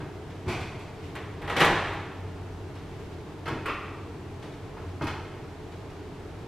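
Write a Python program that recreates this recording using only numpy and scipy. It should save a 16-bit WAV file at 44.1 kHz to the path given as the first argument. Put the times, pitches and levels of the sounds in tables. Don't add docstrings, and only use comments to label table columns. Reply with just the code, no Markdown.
import sys
import numpy as np
from scipy import signal
from scipy.fft import rfft, irfft
from scipy.io import wavfile

SR = 44100
rng = np.random.default_rng(int(sys.argv[2]) if len(sys.argv) > 2 else 0)


def int16_out(signal):
    q = np.round(np.clip(np.atleast_2d(signal).T, -1, 1) * 32767)
    wavfile.write(sys.argv[1], SR, q.astype(np.int16))


N = 285439

# f/Hz, relative level per Hz/dB
TICK_COLOUR = [(1500, -21), (4000, -27), (7000, 2), (12500, 5), (14000, -6), (15500, -28)]
# f/Hz, side minus mid/dB
TICK_WIDTH = [(3000, -10), (7000, -7), (12000, 2.5)]
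# f/Hz, side minus mid/dB
DIFFUSE_WIDTH = [(45, -44), (80, -41), (130, -16.5), (300, -12), (700, -11.5), (1400, -8), (3100, -5),
                 (7000, -3.5), (14000, -2)]
# f/Hz, relative level per Hz/dB
STOOL_COLOUR = [(30, -8), (110, -0.5), (220, -5), (320, 3.5), (520, -5), (850, -5), (1400, -7), (2400, -11),
                (3400, -17), (5000, -24), (8000, -33), (13000, -40), (15500, -50)]


def amp(db):
    return 10 ** (np.asarray(db) / 20)


def rms(x):
    return np.sqrt(np.mean(abs(x) ** 2) + 1e-20)


def read(points, hz):
    f, value = np.transpose(points)
    return np.interp(np.log(hz + 1), np.log(f + 1), value)


def add(mix, start_s, sound):
    start = max(round(start_s * SR), 0)
    part = mix[:, start:][:, :sound.shape[1]]
    part += sound[:, :part.shape[1]]


def port_noise(colour, width, size):
    hz = np.fft.rfftfreq(size, 1 / SR)
    mid, side = np.exp(2j * np.pi * rng.random((2, len(hz))))
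    spread = amp(read(width, hz))
    ports = np.array([mid + spread * side, mid - spread * side])
    ports /= np.sqrt(1 + spread ** 2)
    x = irfft(ports * amp(read(colour, hz)), size)
    return x / rms(x)


def drift(rate_hz, size=N):
    hz = np.fft.rfftfreq(size, 1 / SR)
    lowpass = np.exp(-(hz / rate_hz) ** 2)
    x = irfft(rfft(rng.standard_normal(size)) * lowpass, size)
    return x / rms(x)


def octaves(x, count=9):
    centres = 50 * 2. ** np.arange(count)
    hz = np.fft.rfftfreq(x.shape[1], 1 / SR)
    spectrum = rfft(x)
    bands = []
    for centre in centres:
        weight = read(np.c_[centres, centres == centre], hz)
        bands.append((centre, irfft(spectrum * weight)))
    return bands


def swelling(rows, steady_db):
    t = np.arange(N) / SR
    power = amp(steady_db) ** 2
    for middle_s, length_s, db in rows:
        arch = np.cos(np.pi * np.clip((t - middle_s) / length_s, -.5, .5))
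        power = power + (amp(db) * arch) ** 2
    return np.sqrt(power)


def blow(row, colour, modes, ring_db, early_db, early_t60, tick_db, contact_s, bright_hz=2200, thump_hz=330,
         build_cycles=0.38, crack_db=5, crack_t60=0.02, tick_t60=0.039, chatter_db=1.2):
    # f/Hz, t60/s
    room_t60 = [(60, 1.06), (200, 0.84), (600, 1.35), (1400, 1.13), (3000, 1.037), (6000, 0.9),
                (14000, 0.46)]
    # f/Hz, side minus mid/dB
    near_width = [(50, -50), (95, -46), (160, -45), (260, -27), (700, -28), (1300, -27), (2400, -54),
                  (3400, -8), (4800, -6.5), (7500, -1), (13000, 2.5)]
    tick_per_bright = 0.33
    _, level_db, thump_db, bright_db = row
    t = np.arange(SR) / SR

    def drive(hz):
        low = 1 / (1 + (hz / thump_hz) ** 3)
        high = 1 / (1 + (bright_hz / hz) ** 3)
        rise = 1 - np.exp(-t / (contact_s + build_cycles / hz))
        return amp(thump_db * low + bright_db * high) * rise

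    def fade(db, t60):
        return amp(db - 60 * t / t60)

    chatter = amp(chatter_db * drift(rate_hz=110, size=SR))
    early = chatter * fade(early_db, early_t60)
    crack = fade(crack_db, crack_t60)
    tick_rise = 1 - np.exp(-t / (contact_s + 1 / SR))
    tick = chatter * fade(tick_db + tick_per_bright * bright_db, tick_t60) * tick_rise
    out = tick * port_noise(TICK_COLOUR, TICK_WIDTH, size=SR)
    for hz, band in octaves(port_noise(colour, near_width, size=SR)):
        tail = fade(0, read(room_t60, hz))
        out += band * drive(hz) * np.sqrt(tail ** 2 + early ** 2 + crack ** 2)
    for hz, db, t60 in modes:
        tone = np.sin(2 * np.pi * (hz * t + rng.random()))
        out += drive(hz) * fade(ring_db + db, t60) * tone
    return amp(level_db) * out


def play(rows, colour, modes, ripple_db=4.0, count=240, **body):
    hz = np.linspace(0, SR / 2, count)
    bumps = np.sqrt(3) * rng.uniform(-1, 1, count)
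    ripple = ripple_db * bumps * hz / (hz + 500)
    hz_fine = np.geomspace(10, SR / 2, 10 * count)
    rippled_db = read(colour, hz_fine) + np.interp(hz_fine, hz, ripple)
    rippled_colour = np.c_[hz_fine, rippled_db]
    out = np.zeros((2, N))
    for row in rows:
        add(out, row[0], blow(row, rippled_colour, modes, **body))
    return out


def hum(waver=0.23, wander_turns=0.15):
    # f/Hz, relative level per Hz/dB
    rumble_colour = [(15, -32), (27, -23), (45, -7.5), (60, -17.5), (76, -6.5), (140, -7), (185, -11.5),
                     (225, -17.5), (290, -11.5), (360, -11), (455, -11), (510, -24.5), (800, -60)]
    # f/Hz, relative level per Hz/dB
    air_colour = [(30, 2), (400, -13), (620, 1.5), (880, -0.5), (1200, -6), (2000, -11), (3200, -15.5),
                  (5000, -21), (8000, -27), (12500, -35.5), (15500, -48)]
    # f/Hz, nominal rms level/dB
    lines = [(91.8, -49.5), (291, -59), (420, -58.5)]
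    # middle t/s, length/s, arch gain/dB
    swells = [(1.35, 1.5, 2.5), (2.45, 0.92, 6), (4.95, .7, 5.5)]
    rumble_db, air_db = -41.5, -48.5
    wander_db, wander_hz = 2.5, 3.4
    t = np.arange(N) / SR
    tones = []
    for hz, db in lines:
        level = amp(db) * (1 + waver * drift(rate_hz=18))
        turns = hz * t + wander_turns * drift(rate_hz=7.0)
        tones.append(np.sqrt(2) * level * np.sin(2 * np.pi * turns))
    wander = amp(wander_db * drift(rate_hz=wander_hz))
    drone = swelling(swells, steady_db=-0.5) * wander * tones[0]
    rumble = amp(rumble_db) * port_noise(rumble_colour, DIFFUSE_WIDTH, size=N)
    air = amp(air_db) * port_noise(air_colour, DIFFUSE_WIDTH, size=N)
    return drone + sum(tones[1:]) + rumble + air


def shuffle(grain_db=2.0):
    # middle t/s, length/s, arch level/dB
    rubs = [(1.07, 0.21, -53), (3.023, .5, -57), (4.904, .25, -59.5)]
    # f/Hz, relative level per Hz/dB
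    cloth_colour = [(200, -4), (800, -1.5), (2500, -1.5), (5000, -10.5), (10000, -23), (15000, -26)]
    grain = amp(grain_db * drift(rate_hz=33))
    gain = swelling(rubs, steady_db=-64)
    return gain * grain * port_noise(cloth_colour, DIFFUSE_WIDTH, size=N)


def stool():
    # t/s, level/dB, thump/dB, brightness/dB
    blows = [(.002, -45, 5, -10), (3.456, -35.5, -19, -8), (3.477, -34.5, 0.5, -5.5),
             (3.51, -49.5, 20, -11), (4.766, -44.5, -8, -21), (5.01, -35.5, 6.5, -22), (5.019, -44, 2, 6.5),
             (5.068, -34.5, -23, -1.5)]
    # f/Hz, level before the ring level/dB, t60/s
    modes = [(110, -2, 0.46), (140.6, 8, 0.31), (298.3, 7.5, 0.34), (348, 0, 0.15), (634, 1, 0.27),
             (837, -10, .5), (944, 9.5, 0.13), (1240, 3, 0.39), (1280, -7, .45), (1580, 0, 0.41)]
    return play(blows, STOOL_COLOUR, modes, ring_db=-9.5, early_db=4.0, early_t60=0.38, bright_hz=3050,
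                crack_db=3.5, crack_t60=0.058, tick_db=-17, contact_s=0.0019)


def taps(thump_db=-12, bright_db=6.0):
    # t/s, level/dB
    touches = [(.3, -54.5), (2.752, -53.5), (4.424, -49.5), (4.52, -56), (5.72, -55), (5.899, -56.5)]
    rows = [(s, db, thump_db, bright_db) for s, db in touches]
    return play(rows, STOOL_COLOUR, [], ring_db=0, early_db=2.5, early_t60=0.46, bright_hz=2790,
                crack_db=6.5, crack_t60=.085, tick_db=-27, contact_s=.002)


def washer_door():
    # t/s, level/dB, thump/dB, brightness/dB
    blows = [(.459, -38.5, 12.5, -12), (.478, -30, -5, -1.5), (.506, -43, 0, 4), (.6, -49, -8, 8),
             (.79, -49.5, -9, 3)]
    # f/Hz, relative level per Hz/dB
    colour = [(30, -8), (105, 6.5), (170, -7), (230, 1), (340, 1), (520, -6), (800, -5), (1300, -8.5),
              (2300, -9), (3400, -14.5), (5000, -19), (8000, -28), (13000, -33), (15500, -52)]
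    # f/Hz, level before the ring level/dB, t60/s
    modes = [(106, 1.5, 0.77), (360, 12, 0.2), (880, -13, 0.39)]
    return play(blows, colour, modes, ring_db=-8, early_db=1.0, early_t60=0.36, tick_db=-15, contact_s=0.01)


def clicks(rise_s=.0015, t60=0.069):
    # t/s, level/dB
    ticks = [(.79, -58), (1.152, -51), (1.417, -57), (1.497, -51), (1.6, -38), (1.646, -34), (1.932, -58),
             (3.48, -52), (3.658, -47), (5.04, -51), (5.07, -51)]
    t = np.arange(SR) / SR
    out = np.zeros((2, N))
    shape = (1 - np.exp(-t / rise_s)) * np.exp(-np.log(1000) * t / t60)
    for s, db in ticks:
        add(out, s, amp(db) * shape * port_noise(TICK_COLOUR, TICK_WIDTH, size=SR))
    return out


def catch_slips():
    # t/s, level/dB
    slips = [(1.416, -40.5), (1.444, -45.5), (1.475, -35.5), (1.497, -32), (1.564, -26.5), (1.596, -30)]
    first_thump_db, first_bright_db = 7, -8
    thump_db_per_s, bright_db_per_s = -61, 57
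    first_s = slips[0][0]
    rows = []
    for s, db in slips:
        thump_db = first_thump_db + thump_db_per_s * (s - first_s)
        bright_db = first_bright_db + bright_db_per_s * (s - first_s)
        rows.append((s, db, thump_db, bright_db))
    return rows


def dryer_door():
    # t/s, level/dB, thump/dB, brightness/dB
    blows = [(1.152, -40, -5, -2.5), (1.604, -19, -3.5, -1.5), (1.652, -28.5, 4.5, -6),
             (1.688, -46.5, 19, -18), (1.867, -38, -2, -6), (1.932, -54, -3, 4)]
    # f/Hz, relative level per Hz/dB
    colour = [(25, -15), (45, -7), (100, -11), (152, -4), (220, -10.5), (340, -5.5), (450, -11),
              (820, -8.5), (1400, -8), (2500, -12), (3600, -18), (5000, -27), (11500, -37.5), (15000, -46)]
    # f/Hz, level before the ring level/dB, t60/s
    modes = [(48, 0, 0.27), (151.8, 8, 0.95), (358, -3, 0.85), (474.5, 3.5, 1), (780, 3, 0.86),
             (818, 10, 0.68), (971, 7, 0.89), (1257, 5, 0.67), (1295, -8, 0.76), (1333, -4, .9),
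             (1415, -5, 0.6), (1495, -8, 0.71), (1590, -11, 0.99), (1720, 5.5, 1.0), (1930, 8, 0.58),
             (2140, 3, 0.28), (2340, -14, 0.9), (2420, -13, 0.54), (2460, 1, 0.44), (2774, 1, 0.33),
             (3410, -4, 0.99)]
    return play(catch_slips() + blows, colour, modes, ripple_db=1.64, ring_db=-17.5, early_db=0.7,
                early_t60=0.38, crack_db=-2, crack_t60=0.037, build_cycles=1.15, tick_db=-21, contact_s=.0003)


def door_stop():
    # t/s, level/dB, thump/dB, brightness/dB
    blows = [(3.657, -33.5, -5, 1), (3.682, -37.5, 1, 2.5)]
    # f/Hz, relative level per Hz/dB
    colour = [(60, -42), (300, 5), (700, -3), (950, -2), (1230, 5), (1750, -3.5), (2400, -1.5),
              (3200, -9.5), (4200, -22), (6000, -31), (12000, -39), (15000, -47)]
    # f/Hz, level before the ring level/dB, t60/s
    modes = [(1234, 9, 0.83), (1340, -11, 0.96), (1474, -3, 1.4), (2210, -9, .5), (2230, -2, 0.47),
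             (2500, 6, 0.48), (2590, -7, 0.51), (3085, -13, .5)]
    return play(blows, colour, modes, ring_db=-13.5, early_db=3.5, early_t60=0.36, tick_db=-19,
                contact_s=0.00097)


def scene():
    background = hum() + shuffle()
    contacts = stool() + taps() + clicks()
    doors = washer_door() + dryer_door() + door_stop()
    return background + contacts + doors


def record(dry):
    cutoff_hz = 15300
    lowpass = signal.firwin(511, cutoff_hz, window=("kaiser", 9), fs=SR)
    return signal.oaconvolve(dry, lowpass[None], "same")


dry = scene()
out = record(dry)
int16_out(out)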